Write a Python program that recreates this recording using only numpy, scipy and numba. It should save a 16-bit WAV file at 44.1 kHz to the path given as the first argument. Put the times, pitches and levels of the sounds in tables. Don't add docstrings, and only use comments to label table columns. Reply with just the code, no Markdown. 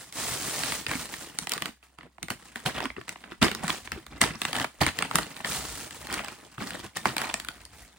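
import sys
import numpy as np
from scipy import signal
from scipy.fft import rfft, irfft, next_fast_len
from scipy.io import wavfile
from scipy.ndimage import uniform_filter1d
from numba import njit

SR = 44100
rng = np.random.default_rng(int(sys.argv[2]) if len(sys.argv) > 2 else 0)


def materialize(psi):
    bounded = np.clip(np.atleast_2d(psi).T, -1, 1)
    quanta = np.round(bounded * 32767).astype(np.int16)
    wavfile.write(sys.argv[1], SR, quanta)


N = 351918


# time in seconds, stiff film level in dB,
# thin film in dB over the stiff film, pitch of the crease in Hz.
CREASE_SNAPS = [(.0624, -71, 0, 2500), (0.125, -44, 3.5, 2200), (.582, -36, -9, 2300),
                (0.6346, -26.5, -5, 1900), (.7215, -26.5, -7, 1750), (0.8654, -26, -12, 2720),
                (0.9134, -26, -20, 1690), (1.1386, -32.5, -8, 2500), (1.3873, -30.5, 6.5, 2540),
                (1.471, -29, -7.5, 1880), (1.4942, -39.5, 10, 2900), (1.5189, -27.5, 2, 3320),
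                (1.536, -32.5, 6, 2000), (1.5783, -32, -3.5, 1880), (1.6214, -25.5, -6.5, 2190),
                (1.6572, -30, -5, 2700), (1.8279, -52, -13, 1900), (1.986, -42, -11.5, 1670),
                (2.0091, -44.5, -26, 1660), (2.031, -47, -20, 1270), (2.1821, -43.5, -21, 970),
                (2.229, -33.5, 1, 2590), (2.2836, -34.5, -10, 1440), (2.303, -27.5, -3, 1590),
                (2.5578, -30, -11, 1900), (2.6603, -25, -8, 1880), (2.8037, -27.5, -14, 1600),
                (2.855, -26.5, -14, 1550), (2.902, -33.5, -38, 1630), (2.9648, -37, -40, 1250),
                (3.0126, -40, -21, 1480), (3.0802, -37.5, -8, 2000), (3.0921, -31, -3.5, 2200),
                (3.158, -39, -31, 1530), (3.2393, -39.5, -34, 1880), (3.319, -38, -26, 1620),
                (3.4243, -22, -15, 3000), (3.4817, -27, -16, 2110), (3.5148, -28.5, -5, 2500),
                (3.549, -33, 1.5, 2090), (3.6797, -29, -0.5, 2120), (3.702, -22.5, -22, 3060),
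                (3.8743, -35.5, -17, 1700), (3.9186, -27.5, -7, 1990), (4.0652, -42.5, -3.5, 1770),
                (4.215, -15, -0.5, 2100), (4.238, -21, -22, 1940), (4.4171, -24.5, -4.5, 2120),
                (4.4513, -23, -6, 2310), (4.53, -26.5, -5, 2000), (4.5535, -28, -11, 2400),
                (4.565, -31, 0, 1700), (4.5854, -29, -7, 1800), (4.5987, -26.5, -8, 2000),
                (4.6434, -24, -14, 1320), (4.6471, -29.5, -14, 1700), (4.814, -19.5, -12, 790),
                (4.865, -20.5, -4.5, 1660), (4.888, -27, -17, 2600), (4.9881, -24, -5, 2340),
                (5.0237, -21, -7.5, 1750), (5.1116, -26, -15, 1750), (5.1556, -19, 2, 1870),
                (5.1852, -21.5, -6.5, 980), (5.3655, -38, -8, 2630), (5.4033, -35, -30, 1040),
                (5.4463, -25, -20, 2240), (5.9084, -39.5, -3, 2700), (6.07, -37.5, -2.5, 2000),
                (6.1265, -34, 2, 1800), (6.141, -36, 6, 2300), (6.1925, -31, -24, 1760),
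                (6.246, -35, -3, 1700), (6.283, -34.5, -6, 1570), (6.5806, -34.5, -25, 1340),
                (6.7058, -34, -5, 2300), (6.97, -32.5, 1.5, 2190), (7.0555, -16, -15.5, 1120),
                (7.1662, -25, -5, 1670), (7.1813, -28, 0.5, 2080), (7.2164, -26.5, -5.5, 1700),
                (7.2428, -33, -9, 1800), (7.2984, -31, -22, 1590), (7.341, -24.5, -0.5, 1900),
                (7.3993, -34, -1, 2310), (7.4477, -38.5, -3, 2000), (7.4856, -28.5, -7, 2740),
                (7.6522, -53, 12, 3000)]
# time in seconds, stiff film level in dB, hollow body in dB over it,
# thin film in dB over it, T60 in seconds, note of the air cushion in Hz.
PACK_LANDINGS = [(2.303, -37, 1.5, -2, 0.12, 207), (2.658, -28, -4.5, -5.5, .19, 139),
                 (3.419, -19, -2, -7, 0.2, 208), (4.212, -24.5, -2.5, -4.5, 0.21, 213),
                 (4.81, -21.5, -3.5, -7, 0.15, 136), (5.183, -32.5, -3, -7, 0.064, 259),
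                 (7.057, -30, -3.5, -6.5, 0.24, 230)]
# start in seconds, length in seconds, stiff film level in dB,
# hollow body in dB over it, thin film in dB over it.
PACK_SQUEEZES = [(0.879, 0.056, -35.5, -5, -2.5), (1.374, 0.052, -47.5, 1, 4),
                 (1.491, 0.074, -38.5, -9.5, -7), (1.591, 0.088, -46.5, 0, -5.5),
                 (1.822, 0.026, -56, -18, 0.5), (1.969, 0.1, -60, 4.5, -12), (2.212, 0.026, -51, 9.5, -10),
                 (2.433, 0.065, -63.5, -11, 5), (2.547, 0.033, -45.5, -13, -1),
                 (2.739, 0.12, -37, -3.5, -12), (2.955, .03, -52, 6, -35), (3.073, 0.026, -45, -7, -3),
                 (3.228, 0.1, -51.5, -0.5, -22), (3.506, 0.11, -47, 4.5, -12), (3.618, 0.13, -38, -4, -5.5),
                 (3.905, 0.054, -45, 4.5, -11.5), (4.102, 0.066, -48.5, 3, -36),
                 (4.259, 0.094, -42.5, 0, -12), (4.406, 0.11, -43.5, -1, -6), (4.531, 0.092, -34, -8, -6),
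                 (4.851, 0.03, -33, -5, -9), (4.973, .08, -40, -6, -14), (5.122, .11, -38, 1, -4),
                 (5.435, .022, -31.5, -26, -16), (6.075, 0.13, -37.5, -6.5, -11.5),
                 (6.215, 0.078, -46, -23, -9), (6.57, 0.075, -42, 2.5, -6.5), (6.656, 0.096, -41.5, 0, -18),
                 (6.78, 0.07, -44.5, -1, -3), (6.948, 0.031, -39.5, -8, -2),
                 (7.154, 0.15, -37.5, -10.5, -15), (7.31, 0.16, -54.5, -8, -13)]
SQUEEZE_RISE_S, SQUEEZE_T60_S = 0.016, 0.12
# time in seconds, level in dB.
HAND_RESTLESSNESS = [(0, -67), (1.05, -49.5), (1.68, -60.5), (1.8, -72.5), (2.15, -72.5), (2.25, -64.5),
                     (2.72, -51), (2.93, -62), (3.85, -56), (4.05, -58), (4.77, -59.5), (4.92, -49.5),
                     (5.4, -50), (6.03, -52), (6.4, -56), (6.92, -62), (7.02, -49.5), (7.55, -57),
                     (7.98, -61.5)]
# hollow body, stiff film, thin film, in dB.
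HELD_REGISTERS_DB = [-4, -1, -2]
# start in seconds, length in seconds, level in dB.
LINER_SLIDES = [(-.08, 0.027, -35), (0.119, 0.23, -33.5), (0.355, 0.4, -34.5), (.93, 0.066, -36.5),
                (1.077, .14, -44), (3.652, 0.07, -38.5), (4.36, 0.14, -46.5), (5.432, 0.13, -32.5),
                (5.59, 0.23, -42), (5.82, 0.18, -51), (6.072, 0.075, -46.5), (6.626, 0.055, -41),
                (7.147, .13, -46.5), (7.732, 0.055, -51)]
SLIDE_RISE_S, SLIDE_T60_S = 0.069, 0.39
# hollow body, stiff film, thin film, in dB.
LINER_REGISTERS_DB = [-7.5, -7, 1]
# time in seconds, level in dB, pitch in Hz.
PACK_BUMPS = [(0.885, -26.5, 94), (1.218, -33.5, 288), (1.417, -29.5, 184), (2.557, -34, 235),
              (2.771, -28, 144), (2.853, -22.5, 266), (3.64, -20, 167), (3.977, -30.5, 331),
              (4.563, -26, 241), (6.108, -31, 177), (6.582, -26, 135), (7.165, -28, 297)]
# start in seconds, length in seconds, level in dB.
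ARM_WAFTS = [(.85, 0.2, -56), (2.72, 0.2, -55), (3.748, 0.58, -55), (4.786, .07, -45), (5.46, .3, -49.5),
             (5.917, 0.3, -53), (6.788, 0.048, -42), (7.2, 0.65, -57)]
WAFT_RISE_S, WAFT_T60_S = 0.096, 0.15

# frequency in Hz, density in dB per Hz.
BODY_SPECTRUM = [(30, -34), (70, -21.5), (120, -1.5), (200, 0.5), (310, 0.5), (480, -9), (650, -14),
                 (1000, -32), (2000, -83)]
# frequency in Hz, density in dB per Hz.
STIFF_SPECTRUM = [(200, -50), (450, -19.5), (620, 2), (1100, 1), (1550, -0.5), (2000, 1.5), (2400, -2.5),
                  (3100, -2.5), (3900, -7.5), (5000, -11), (8000, -65)]
# frequency in Hz, density in dB per Hz.
THIN_SPECTRUM = [(1800, -47), (3200, -8.5), (4200, 1), (6000, -6.5), (7500, -2), (9000, -0.5), (10700, -3),
                 (12500, -8), (15500, -8), (17000, -34)]
REGISTERS = [BODY_SPECTRUM, STIFF_SPECTRUM, THIN_SPECTRUM]
# T60 in seconds at or below the register's median pitch,
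# share of the buckles that reach it, before their size counts.
BUCKLE_RINGING = [(0.053, .09), (0.014, .6), (0.001, 1)]
LINER_SPREAD_DB, PACK_SPREAD_DB = 0, 4
SNAP_BODY_DB, SNAP_BODY_DB_PER_OCTAVE, PANEL_HZ = -11.5, -1, 2000
CUSHION_DB, PUFF_DB = 7, -18

# frequency in Hz, T60 in seconds.
ROOM_T60 = [(100, 0.22), (400, 0.1), (2000, 0.19), (8000, 0.25), (16000, 0.26)]
# frequency in Hz, density in dB per Hz.
AIR_SPECTRUM = [(25, -21), (60, -8), (200, 8), (320, -6), (500, -20), (1500, -9), (5000, -31), (16000, -28)]
# frequency in Hz, lead of the left in radians.
LEFT_LEAD = [(20, 0), (800, -.1), (1800, -.4), (2900, -.9), (4500, -.6), (6000, -1.3), (7200, -.9),
             (8000, -.2), (8700, 0), (10000, 1.1), (11500, 2.8), (12400, 3.2), (13600, 4.7), (15200, 6.2)]
# frequency in Hz, gain in dB.
SIDE_GAIN = [(40, 3), (150, -8.5), (350, 0.5), (1200, -2.5), (2500, -2), (4500, 3), (6800, 3), (7800, -5),
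             (12000, -61), (16000, -31)]
TOP_HZ = 15900


def amp(db):
    return 10 ** (np.asarray(db) / 20)


def unit(x):
    return x / np.sqrt(np.mean(x ** 2) + 1e-20)


def along(points, hz):
    point_hz, values = np.transpose(points)
    return np.interp(np.log(hz + 1), np.log(point_hz), values)


def curves(rows):
    s, *columns = np.transpose(rows)
    return [np.interp(np.arange(N) / SR, s, column) for column in columns]


def filtered(x, response):
    size = next_fast_len(N + 8192)
    spectrum = rfft(x, size) * response(np.fft.rfftfreq(size, 1 / SR))
    return irfft(spectrum, size)[..., :N]


def add(track, s, sound):
    part = track[..., max(round(s * SR), 0):][..., :sound.shape[-1]]
    part += sound[..., :part.shape[-1]]


def ringing(shape_db):
    cepstrum = irfft(np.log(np.maximum(amp(shape_db), 1e-6)))
    half = len(cepstrum) // 2
    fold = np.r_[1, np.full(half - 1, 2), 1, np.zeros(half - 1)]
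    return irfft(np.exp(rfft(cepstrum * fold)))


def snaps(lives_s, rises_s, trims_db, focus_db, ripple_db, lead_s, scatter, size=1024):
    t, hz = np.arange(size) / SR, np.fft.rfftfreq(size, 1 / SR)
    shapes = [along(register, hz) for register in REGISTERS]
    swells = [amp(-60 * t / life) * (1 - np.exp(-t / rise)) ** 2 for life, rise in zip(lives_s, rises_s)]
    focuses_db = (0, focus_db, 0)
    out = np.zeros((2, N))
    for s, stiff_db, thin_db, pitch_hz in CREASE_SNAPS:
        body_db = SNAP_BODY_DB + SNAP_BODY_DB_PER_OCTAVE * np.log2(pitch_hz / PANEL_HZ)
        levels_db = stiff_db + np.array([body_db, 0, thin_db])
        ripple = np.interp(np.sqrt(hz / SR), np.linspace(0, .7, 70), rng.standard_normal(70))
        modes_db = ripple_db * ripple
        off_pitch = np.minimum(np.log2((hz + 1) / pitch_hz) ** 2, 4)
        for shape, level_db, trim, swell, focus in zip(shapes, levels_db, trims_db, swells, focuses_db):
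            panel = ringing(shape + modes_db - focus * off_pitch)
            burst = swell * rng.standard_normal((2, size))
            pair = irfft(rfft(burst, 2 * size) * rfft(panel, 2 * size))
            pair *= np.sqrt(.005 * SR) / np.linalg.norm(pair, axis=1, keepdims=True)
            add(out, s - lead_s, amp(level_db + trim) * pair * [[1], [scatter]])
    return out


def slaps(rise_s, hold_s, level_db):
    t = np.arange(SR // 2) / SR
    levels = np.zeros((3, N))
    for s, stiff_db, body_db, thin_db, t60_s, _ in PACK_LANDINGS:
        crush = np.minimum(t / rise_s, 1) * amp(-60 * np.maximum(t - hold_s, 0) / t60_s)
        gains = amp(stiff_db + level_db + np.array([body_db, 0, thin_db]))
        add(levels, s - rise_s / 2, gains[:, None] * crush)
    return crackle(levels, spread_db=2.63, rate_hz=3300, own_db=0, even_s=0.013, scatter=0.91)


def thumps(level_db, t60_s, rise_s):
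    t = np.arange(SR // 4) / SR
    out = np.zeros((2, N))
    landings = [(s, db + body_db + CUSHION_DB, hz) for s, db, body_db, _, _, hz in PACK_LANDINGS]
    for s, db, hz in PACK_BUMPS + landings:
        envelope = amp(db + level_db - 60 * t / t60_s) * (1 - np.exp(-t / rise_s))
        add(out[0], s, envelope * np.sin(2 * np.pi * hz * t))
    return out


def rustle(slide_db, squeeze_db, catch_db):
    s, length_s, db = np.transpose(LINER_SLIDES)
    liner_db = np.add.outer(LINER_REGISTERS_DB, db + slide_db)
    liner_power = strokes(s, length_s, liner_db, SLIDE_RISE_S, SLIDE_T60_S)

    s, length_s, db, body_db, thin_db = np.transpose(PACK_SQUEEZES)
    squeezes_db = np.array([db + body_db, db, db + thin_db]) + squeeze_db
    pack_power = strokes(s, length_s, squeezes_db, SQUEEZE_RISE_S, SQUEEZE_T60_S)
    held_db = np.add.outer(HELD_REGISTERS_DB, curves(HAND_RESTLESSNESS)[0])
    pack_power = pack_power + amp(held_db) ** 2

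    grip = np.sqrt(pack_power[1] / (pack_power[1] + liner_power[1]))
    spread_db = LINER_SPREAD_DB + (PACK_SPREAD_DB - LINER_SPREAD_DB) * grip
    catching = np.interp(np.arange(N), np.linspace(0, N, 560), rng.standard_normal(560))
    levels = np.sqrt(liner_power + pack_power) * amp(catch_db * catching * grip)
    return crackle(levels, spread_db, rate_hz=4800, own_db=3, even_s=0.053, scatter=0.8)


def crackle(levels, spread_db, rate_hz, own_db, even_s, scatter):
    at = np.flatnonzero(rng.random(N) < rate_hz / SR)
    size_db = np.broadcast_to(spread_db, N)[at] * np.minimum(rng.exponential(size=N)[at], 4.5)
    grid_hz = np.arange(1, SR // 2, 2.)
    out = np.zeros((2, N))
    for register, (t60_s, share), level in zip(REGISTERS, BUCKLE_RINGING, levels):
        reach, place, sign, own, side = rng.random((N // 8 + 1, 5))[at // 8].T
        reached = reach < share * amp(size_db / 2)
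        kicks = amp(size_db + own_db * (2 * own - 6)) * np.sign(sign - .5) * reached
        power = np.bincount(at, kicks ** 2, N)
        power = uniform_filter1d(power, int(even_s * SR))
        power = uniform_filter1d(power, int(even_s * SR / 2))
        odds = np.cumsum(amp(along(register, grid_hz)) ** 2)
        pitch_hz = np.interp(place, odds / odds[-1], grid_hz)
        decay = np.log(1000) / (t60_s * SR) * np.maximum(pitch_hz / np.median(pitch_hz), 1)
        kicks = kicks * level[at] * 2 * np.sqrt(decay / (np.abs(power[at]) + 0.0011))
        side_kicks = kicks * scatter * (2 * side - 1)
        poles = np.exp(2j * np.pi * pitch_hz / SR - decay)
        on = np.abs(kicks) > 1e-7
        out += ring_out(at[on], kicks[on], side_kicks[on], poles[on], int(t60_s * SR), N)
    return out


@njit
def ring_out(starts, mid, side, poles, length, total):
    out = np.zeros((2, total))
    for i in range(len(starts)):
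        z = 1 + 0j
        for k in range(starts[i], min(starts[i] + length, total)):
            out[0, k] += mid[i] * z.imag
            out[1, k] += side[i] * z.imag
            z *= poles[i]
    return out


def strokes(s, length_s, levels_db, rise_s, t60_s):
    t = np.arange(0, N / SR, .001)
    age = t - s[:, None]
    fall = amp(-60 * np.maximum(age - length_s[:, None], 0) / t60_s)
    shape = np.clip(age / rise_s, 0, 1) * fall
    return np.array([np.interp(np.arange(N) / SR, t, amp(db) ** 2 @ shape ** 2) for db in levels_db])


def room(x, gap_s, build_s):
    wet = np.zeros((2, N))
    step = SR // 2
    for start in range(0, N, step):
        hz, t, z = signal.stft(rng.standard_normal((2, SR // 3)), SR, nperseg=256)
        decay = amp(-60 * t / along(ROOM_T60, hz)[:, None])
        tail = signal.istft(z * decay, SR, nperseg=256)[1]
        tail = tail * np.clip((np.arange(tail.shape[1]) / SR - gap_s) / build_s, 0, 1)
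        tail = tail / np.linalg.norm(tail[0])
        add(wet, start / SR, signal.fftconvolve(x[None, start:start + step], tail, axes=1))
    return wet


def draught(puff_s):
    puffs = [(s, puff_s, db + body_db + PUFF_DB) for s, db, body_db, *_ in PACK_LANDINGS]
    s, length_s, db = np.transpose(ARM_WAFTS + puffs)
    return np.sqrt(strokes(s, length_s, [db], WAFT_RISE_S, WAFT_T60_S)[0])


def background(hum_hz, hum_db, air_db):
    hum = amp(hum_db) * unit(np.sin(2 * np.pi * hum_hz * np.arange(N) / SR))
    air_noise = filtered(rng.standard_normal((2, N)), lambda hz: amp(along(AIR_SPECTRUM, hz)))
    air = amp(air_db) * unit(air_noise)
    push_points = [(15, -30), (30, -49), (50, 12), (85, 3.5), (160, -5), (500, -85)]  # Hz, dB
    push = unit(filtered(rng.standard_normal(N), lambda hz: amp(along(push_points, hz))))
    return np.array([air[0] + hum + draught(puff_s=0.036) * push, air[1]])


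def scene():
    sliding = rustle(slide_db=0.0, squeeze_db=-0.5, catch_db=3.5)
    hits = snaps(lives_s=(.016, .009, .006), rises_s=(.002, .0009, .0006), trims_db=(-2, -1, -1.2),
                 focus_db=5.0, ripple_db=2.5, lead_s=.0004, scatter=0.69)
    hits = hits + slaps(rise_s=0.013, hold_s=0.01, level_db=1)
    hits = hits + thumps(level_db=-0.5, t60_s=0.074, rise_s=0.0044)
    walls = room(amp(-9.0) * sliding[0] + amp(-10.5) * hits[0], gap_s=0.001, build_s=0.0033)
    mid, side = sliding + hits + walls + background(hum_hz=63.2, hum_db=-68, air_db=-81.5)
    side = filtered(side, lambda hz: amp(along(SIDE_GAIN, hz)))
    return np.array([mid + side, mid - side])


def record(dry):
    tilt_points = [(120, 0.43), (300, -0.73), (1200, -0.49), (5500, -0.44), (8000, -0.15)]  # Hz, left dB

    def microphones(hz):
        turn = np.exp(.5j * along(LEFT_LEAD, hz))
        tilt = amp(along(tilt_points, hz))
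        low_cut = 1 / np.sqrt(1 + (42 / (hz + 1)) ** 12)
        return np.array([turn * tilt, turn.conj() / tilt]) * low_cut * (hz < TOP_HZ)
    return filtered(dry, microphones)


dry = scene()
out = record(dry)
materialize(out)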